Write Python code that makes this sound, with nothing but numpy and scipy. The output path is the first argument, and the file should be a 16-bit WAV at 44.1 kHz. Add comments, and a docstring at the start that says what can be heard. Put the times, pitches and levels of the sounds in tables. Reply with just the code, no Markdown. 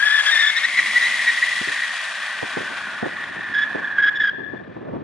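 """Rolling burnout on an open lot.

A car passes and moves away beside a long warehouse wall. Its spinning tyres scrub the asphalt, and
stick-slip friction makes them sing near 1.8 kHz; now and then the tread locks into a loud screech.
The engine's firing note is faint underneath, and turbulent puffs of wind buffet the microphone."""
import sys
import numpy as np
from scipy import signal
from scipy.fft import rfft, irfft
from scipy.io import wavfile
from scipy.ndimage import uniform_filter1d, minimum_filter1d, map_coordinates

SR = 44100
rng = np.random.default_rng(int(sys.argv[2]) if len(sys.argv) > 2 else 0)


def waveform_to_disk(signal):
    """Save audio, clipped to [-1, 1], as 16-bit WAV at the path in sys.argv[1]."""
    frames = np.transpose(np.atleast_2d(signal))
    scaled = np.clip(frames, -1, 1) * 32767
    samples = np.round(scaled).astype(np.int16)
    wavfile.write(sys.argv[1], SR, samples)


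N = 222130
T = np.arange(N) / SR
HZ = np.fft.rfftfreq(N, 1 / SR)


def gain_of(db):
    """Amplitude ratio of a level in decibels."""
    return 10 ** (np.asarray(db) / 20)


def unit_rms(x):
    """Normalisation to unit mean power."""
    return x / np.sqrt(np.mean(abs(x) ** 2) + 1e-20)


def curve(rows):
    """Linear interpolation of each column over time."""
    times, *columns = np.transpose(rows)
    return [np.interp(T, times, c) for c in columns]


def spectrum(rows):
    """Interpolation of each column over log frequency."""
    hz, *columns = np.transpose(rows)
    return [np.interp(np.log(HZ + 1), np.log(hz), c) for c in columns]


def wander(rate_hz):
    """Low-pass Gaussian fluctuation of unit rms."""
    return unit_rms(irfft(rfft(rng.standard_normal(N)) * np.exp(-(HZ / rate_hz) ** 2), N))


def phase_of(hz):
    """Phase as the integral of frequency."""
    return 2 * np.pi * np.cumsum(hz) / SR


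def panned(balance_db):
    """Constant-power gains for a left-minus-right level difference."""
    gains = gain_of(np.array([balance_db, -balance_db]) / 2)
    return gains / np.sqrt(np.mean(gains ** 2, axis=0))


def port_noise(colour, ports):
    """Partial coherence: spectra of one coloured noise at the two microphone ports."""
    coherence, lead, balance = spectrum(ports)
    coherence = np.clip(coherence, 0, 1)
    left, independent = rfft(rng.standard_normal((2, N)))
    right = (coherence * left + np.sqrt(1 - coherence ** 2) * independent) * np.exp(-1j * lead)
    return np.array([left, right]) * panned(balance) * gain_of(spectrum(colour)[0])


def puff_envelope(start_s, decay_s, attack_s=.004):
    """A pressure transient: linear rise, exponential decay."""
    rise = np.clip((T - start_s) / attack_s + 1, 0, 1)
    return rise * np.exp(-np.maximum(T - start_s - attack_s, 0) / decay_s)


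# Strong eddies: start_s, level_db, decay_s
STRONG_PUFFS = [(1.611, -30, .011), (1.677, -30.5, .016), (2.428, -23, .009), (2.571, -21, .011),
                (2.605, -32, .025), (3.028, -20.5, .012), (3.061, -23, .009), (3.751, -21, .006),
                (3.78, -36, .05), (4.332, -35, .016), (4.383, -33, .02), (4.535, -27, .012),
                (4.766, -27.5, .008)]

def puffs(flow_db, wake_db=-18, wake_s=.055, flurries_per_s=9, flurry_s=.009):
    """Intermittency of turbulence: the envelope of strong puffs, their wakes and random flurries."""
    strong = sum(gain_of(db) * np.hypot(puff_envelope(s, decay),
                                        gain_of(wake_db) * puff_envelope(s, wake_s))
                 for s, db, decay in STRONG_PUFFS)
    flurries = sum(puff_envelope(s, flurry_s) for s in T[rng.random(N) < flurries_per_s / SR])
    return strong + flurries * gain_of(np.minimum(flow_db, -44) + 5)  # capped: clearest in light wind


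# Steady airflow: time_s, relative_level_db
AIRFLOW = [(0, -71), (1, -58), (1.55, -56), (1.9, -64), (2.3, -61), (2.7, -47), (4.25, -45), (4.45, -36.5),
           (4.73, -40.5), (4.93, -25.5), (5.04, -36)]
# Buffeting spectrum: frequency_hz, relative_density_db
BUFFET_COLOUR = [(20, -32), (50, -17), (100, -3.5), (200, 0.5), (330, 0.5), (550, -4.5), (800, -10.5),
                 (1300, -21), (2500, -41), (5000, -63), (10000, -72)]
# Wind at the two ports: frequency_hz, coherence, left_lead_rad, balance_db
WIND_COHERENCE = [(50, 1, 0.42, -3), (150, 1, 1.05, -1), (307, 0.6, 1.76, 0), (806, 0.58, 2.5, -0.5),
                  (3000, .2, 1.4, 2)]

def wind(lumpy_db=2.5, snap_hz=340, crackle_db=2):
    """Turbulent pressure: eddies break on the ports, the puffs brighter than the steady flow."""
    flow_db = curve(AIRFLOW)[0]
    flow = unit_rms(irfft(port_noise(BUFFET_COLOUR, WIND_COHERENCE), N) * gain_of(lumpy_db * wander(40)))
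    eddies = irfft(port_noise(BUFFET_COLOUR, WIND_COHERENCE) * HZ / np.hypot(HZ, snap_hz), N)
    eddies *= gain_of(crackle_db * wander(150))
    eddies /= np.sqrt(uniform_filter1d((eddies ** 2).mean(0), size=500))
    air = flow * gain_of(flow_db - 1) + eddies * puffs(flow_db)
    return signal.sosfilt(signal.butter(2, 45, "highpass", fs=SR, output="sos"), air)


# Engine running: time_s, firing_rate_hz, relative_level_db
FIRING = [(0, 205, -59.5), (.55, 200, -62), (.85, 216, -50.5), (1.2, 222, -57.5), (2.2, 215, -62),
          (3.6, 212, -49.5), (5.04, 205, -58)]
# Exhaust spectrum: frequency_hz, relative_density_db
EXHAUST_COLOUR = [(25, -45.5), (60, -25), (120, 0), (220, 11), (330, 7.5), (480, -17.5), (900, -42.5)]
# Exhaust and tyre noise at the two ports: frequency_hz, coherence, left_lead_rad, balance_db
CAR_COHERENCE = [(600, .88, -.2, 1.5), (1780, 1, -.35, .5), (3500, .78, .5, 3), (5000, .65, .4, 9.5),
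                 (7000, .6, .1, 4.5), (10000, .55, .1, 8)]

def engine(note_db=-5, orders_db=-11):
    """Periodic firing: eight cylinders, four a revolution, give a note and crank orders in rumble."""
    hz, level = curve(FIRING)
    phase = phase_of(hz * (1 + .021 * wander(22)))
    orders = sum(np.cos(k * phase / 4 + wander(12)) for k in range(2, 9))
    note = unit_rms(np.cos(phase) + gain_of(orders_db) * orders)
    rumble = unit_rms(irfft(port_noise(EXHAUST_COLOUR, CAR_COHERENCE), N))
    return (rumble + gain_of(note_db) * note) * gain_of(level)


# Scrubbing effort, with wheelspin ending near 4.3 s: time_s, effort_db
SCRUB_EFFORT = [(0, -2.5), (.33, 2), (.58, -3), (.98, 1), (1.4, -1.3), (2.9, .3), (3.35, -2), (3.85, -1),
                (4.05, -4), (4.25, -5), (4.38, -13), (5.04, -11)]
# Friction spectrum: frequency_hz, relative_density_db
FRICTION_COLOUR = [(30, -70.5), (200, -50), (490, -22), (570, -7), (800, -6), (1100, -2), (1550, 0.5),
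                   (2300, 0.5), (2800, -2), (3700, -5.5), (4600, -10), (6500, -17.5), (11000, -24)]
# Its peaks and hollows: centre_hz, width_hz, gain_db
FRICTION_RIPPLE = [(1130, 80, 3), (1330, 70, -4), (2180, 90, -5), (2420, 130, 2), (2800, 130, -3),
                   (3150, 160, 2), (4400, 160, -2), (5200, 450, -1.5)]
# Bands of rub, rasp and sizzle: low_hz, high_hz
FRICTION_BANDS = [(750, 1250), (2400, 2950), (5800, 10500)]
# Strength of each band: level_db, growth_db_per_effort_db, loss_db_per_s
FRICTION_LEVELS = [(-39.8, 1.2, 0), (-34.3, .8, 6.1), (-38.7, 1.3, 10.2)]

def scrubbing(recede_s=1.55, grit_db=1, flutter_db=.93):
    """Sliding friction: torn rubber and grit hiss; distance and smoke attenuate the treble first."""
    ripple = sum(db * np.exp(-.5 * ((HZ - hz) / width) ** 2) for hz, width, db in FRICTION_RIPPLE)
    noise = port_noise(FRICTION_COLOUR, CAR_COHERENCE) * gain_of(ripple)
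    centres = np.log(FRICTION_BANDS).mean(1)
    effort = curve(SCRUB_EFFORT)[0]
    receding_s = np.maximum(T - recede_s, 0)
    hiss = np.zeros((2, N))
    for (low, high), (db, growth, loss), share in zip(FRICTION_BANDS, FRICTION_LEVELS, np.eye(3)):
        level = db + growth * effort - loss * receding_s
        band_rms = irfft(noise * ((HZ > low) & (HZ < high)), N).std()
        crossover = np.interp(np.log(HZ + 1), centres, share)
        hiss += irfft(noise * crossover, N) / band_rms * gain_of(level)
    return hiss * gain_of(grit_db * wander(230) + flutter_db * wander(36))


def resonance(width_hz, hold_s=.032):
    """Random excitation: the complex envelope of a resonance, whose bandwidth grows as it runs faster."""
    step = 1 / 32
    clock = np.cumsum(width_hz * np.ones(N)) / SR
    kicks = rng.standard_normal((N, 2)) @ [1, 1j]
    poles = np.full(3, np.exp(-np.pi * step))
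    ring = unit_rms(signal.lfilter([1], np.poly(poles), kicks))
    ring = np.interp(clock / step + 500, np.arange(N), ring)
    # friction limits the swing, steadying the loudness
    window = np.exp(-np.linspace(-2, 2, round(hold_s * 2 * SR)) ** 2)
    return unit_rms(ring / np.sqrt(signal.fftconvolve(abs(ring) ** 2, window, "same")))


# Left-minus-right level of the squeal: time_s, balance_db
SQUEAL_BALANCE = [(0, 7.5), (.48, 7), (.8, 1.5), (3.4, .5), (3.56, -2.5), (4.3, 0), (4.37, 16), (4.58, 15),
                  (4.85, 2)]

def at_ports(tone, lead_rad, balance_share=1):
    """Phase and level differences turn a complex tone into a stereo pair of equal mean power."""
    pair = np.sqrt(2) * np.array([tone, tone * np.exp(-1j * lead_rad)]).real
    return pair * panned(balance_share * curve(SQUEAL_BALANCE)[0])


# Weaker resonance of the tread: time_s, pitch_hz, relative_level_db
SECOND_MODE = [(.1, 2020, -48), (.33, 2093, -23), (.8, 2180, -28.5), (1.4, 2120, -37), (1.6, 1650, -39),
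               (2.9, 1497, -33), (3.2, 1440, -42), (4, 1447, -46), (4.4, 1450, -66)]

def second_voice():
    """Beating: another part of the tread sings against the main note, first above it, then below."""
    hz, level = curve(SECOND_MODE)
    tone = resonance(width_hz=240) * np.exp(1j * phase_of(hz))
    return at_ports(tone, lead_rad=-.2) * gain_of(level - 1)


# Main stick-slip resonance: time_s, pitch_hz, relative_level_db
MAIN_MODE = [(0, 1700, -25), (.5, 1870, -26.5), (.72, 1950, -24.5), (.95, 1965, -20), (1.4, 1940, -21.2),
             (1.8, 1875, -22), (2.08, 1840, -28), (2.52, 1830, -27.7), (2.8, 1710, -31.5),
             (3.2, 1815, -28.3), (3.45, 1770, -29), (3.65, 1730, -26), (3.98, 1670, -23),
             (4.33, 1715, -29.5), (4.55, 1715, -31.5), (4.68, 1715, -46), (5.04, 1740, -55)]
# Its bandwidth, narrow when the blocks slip in step: time_s, width_hz
MODE_WIDTH = [(0, 480), (.5, 400), (.85, 280), (2.7, 455), (3.7, 280), (4.4, 170), (5, 260)]

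def singing(octave_db=-22, flutter_db=2):
    """Incoherent stick-slip: many tread blocks slip out of step and feed one gliding resonance."""
    hz, level = curve(MAIN_MODE)
    tone = resonance(curve(MODE_WIDTH)[0]) * np.exp(1j * phase_of(hz))
    tone *= gain_of(flutter_db * wander(40))
    tone = unit_rms(tone) + gain_of(octave_db) * unit_rms(tone ** 2)
    return at_ports(tone, lead_rad=-.31) * gain_of(level - 3)


# Spectrum of tearing rubber: frequency_hz, relative_density_db
TEARING_COLOUR = [(700, -40), (1300, -12), (1600, -2), (2100, 0), (2700, -11), (3800, -10), (4500, -26),
                  (7000, -45), (11000, -70)]

def tearing(envelope, treble_db):
    """Fracture noise: rubber tears while the tread holds, a rasp on each screech, weaker far away."""
    rasp = unit_rms(irfft(port_noise(TEARING_COLOUR, CAR_COHERENCE), N))
    return rasp * envelope * gain_of(-17 + .8 * treble_db)


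# One screech a row: start_s, end_s, relative_level_db, pitch_hz, glide_hz, relative_octave_db
TREAD_GRABS = [(0, .045, -15.5, 1632, 80, -16), (.056, .215, -15.3, 1720, 15, -9),
               (.259, .303, -15.4, 1695, -50, -5), (.315, .456, -16.2, 1785, 20, -4.5),
               (.464, .506, -14, 1771, -15, -3.5), (.566, .587, -16, 1900, 110, -4.5),
               (.634, .658, -13.8, 1890, 100, -10), (.775, .802, -14.2, 1990, -45, -19),
               (.954, .988, -17.5, 1920, 65, -24), (1.018, 1.074, -17, 1940, 0, -14),
               (1.27, 1.306, -15.5, 1900, 10, -15), (1.424, 1.442, -12, 1935, 70, -24),
               (3.541, 3.645, -18.6, 1690, 0, -12), (3.98, 4.009, -15, 1655, -20, -21),
               (4.022, 4.097, -14.5, 1638, 0, -15), (4.156, 4.177, -23.5, 1726, 0, -6),
               (4.199, 4.299, -18, 1640, -90, -12)]

def grip(attack_s=.011, release_s=.007, surge_hz=26.5, slack_depth=.55, pitch_lift=.02):
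    """Modulation by grip: each screech surges evenly, weaker and sharper as the grip slackens."""
    envelope, slack, knots = np.zeros(N), np.zeros(N), []
    for start, end, db, hz, glide, octave_db in TREAD_GRABS:
        surges = max(round((end - start) * surge_hz), 1)
        turns = np.clip(surges * (T - start) / (end - start), .5, surges - .5)
        slack += np.cos(np.pi * turns) ** 8
        rise = np.clip((T - start) / attack_s + .5, 0, 1)
        release = np.clip((end - T) / release_s + .5, 0, 1)
        envelope += gain_of(db) * rise * release
        knots += [(start, hz - glide / 2, octave_db), (end, hz + glide / 2, octave_db)]
    hz, octave_db = curve(knots)
    return envelope * (1 - slack_depth * slack), hz * (1 + pitch_lift * slack), octave_db


# Screech timbre as the distance changes: time_s, rasp_share, treble_gain_db, fuzz_db
SCREECH_TIMBRE = [(0, .032, 0, -1), (.4, .05, 0, -4), (.65, .058, 2.5, 0), (1.4, .03, -3, -2),
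                  (4.3, .02, -6.5, 0)]

def screeches(jitter=.016, throb_db=1.4, block_hz=310, block_depth=.08, ribs_db=-9):
    """Self-excited oscillation: the tread locks into one harmonic tone, roughened by passing blocks."""
    envelope, hz, octave_db = grip()
    rasp, treble_db, fuzz_db = curve(SCREECH_TIMBRE)
    block_phase = phase_of(block_hz * (1 + .12 * wander(78.9)))
    phase = phase_of(hz * (1 + jitter * wander(82.3)))
    # single slips come early or late without moving the pitch
    slip = rasp * hz / block_hz * wander(450)
    # the swing sags at times but cannot outgrow the rubber's grip
    sag = gain_of(-throb_db * wander(55) ** 2)
    swing = unit_rms(sag * (1 + block_depth * np.cos(block_phase)))
    # neighbouring ribs sing slightly apart and beat
    ribs = unit_rms(1 + gain_of(ribs_db) * resonance(width_hz=300))
    tone = at_ports(ribs * np.exp(1j * (phase + slip)), lead_rad=-.3)
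    fuzz = gain_of(fuzz_db)
    for k, db in [(2, treble_db / 2), (3, treble_db - 15), (4, 2 * treble_db - 21)]:
        # a clean core in a fuzz from blocks that fall out of step
        body = (1 + fuzz * resonance(width_hz=270 * k)) / np.hypot(1, fuzz)
        overtone = at_ports(body * np.exp(1j * k * phase), lead_rad=.5, balance_share=.5)
        tone += gain_of(octave_db + db) * overtone
    return swing * (tone * envelope * gain_of(.9) + tearing(envelope, treble_db))


def lot_reflections(x, wet_db=-20.5, t60_s=.68, first_s=.023, echoes_per_s=1500):
    """Reverberation: wall and asphalt scatter a thin, exponentially decaying tail."""
    t = T[:SR]
    taps = rng.standard_normal((2, SR)) * (rng.random((2, SR)) < echoes_per_s / SR)
    taps *= gain_of(-60 * t / t60_s) * (t > first_s)
    tail = signal.lfilter(*signal.butter(1, 3000, fs=SR), taps)
    tail /= np.linalg.norm(tail, axis=1, keepdims=True)
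    return x + gain_of(wet_db) * signal.fftconvolve(x, tail, axes=1)[:, :N]


def near_echoes(x, wet=.24):
    """Interference: reflections within milliseconds put steady peaks and notches in the treble."""
    lag = np.arange(400)
    taps = rng.standard_normal(400) * np.exp(-lag / 150) * (lag > 40)
    taps = signal.lfilter(*signal.butter(2, 3000, "highpass", fs=SR), taps)
    return x + wet * signal.oaconvolve(x, taps[None] / np.linalg.norm(taps), axes=1)[:, :N]


# The car swings from the left to straight ahead: time_s, right_lag_s
ARRIVAL_LAG = [(0, .00007), (.35, .00006), (.75, .00002), (1.6, 0)]

def from_the_left(pair):
    """Path difference: sound from the left reaches the right port later."""
    late = map_coordinates(pair[1], [(T - curve(ARRIVAL_LAG)[0]) * SR], order=3, mode="nearest")
    return np.array([pair[0], late])


def scene():
    """Superposition of tyres, their reflections, engine and wind."""
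    squeal = singing() + second_voice() + screeches()
    car = lot_reflections(squeal) + near_echoes(scrubbing()) + engine()
    return from_the_left(car) + wind()


def record(dry):
    """Peak limiting holds down the loudest moments; a low-pass filter bounds the band."""
    ceiling, cutoff_hz = .62, 11120
    peak = -minimum_filter1d(-abs(dry).max(0), size=301)
    limited = dry / uniform_filter1d(np.maximum(peak / ceiling, 1), size=301)
    lowpass = signal.firwin(801, cutoff_hz, window=("kaiser", 9), fs=SR)
    return signal.oaconvolve(limited, lowpass[None], "same")


dry = scene()
out = record(dry)
waveform_to_disk(out)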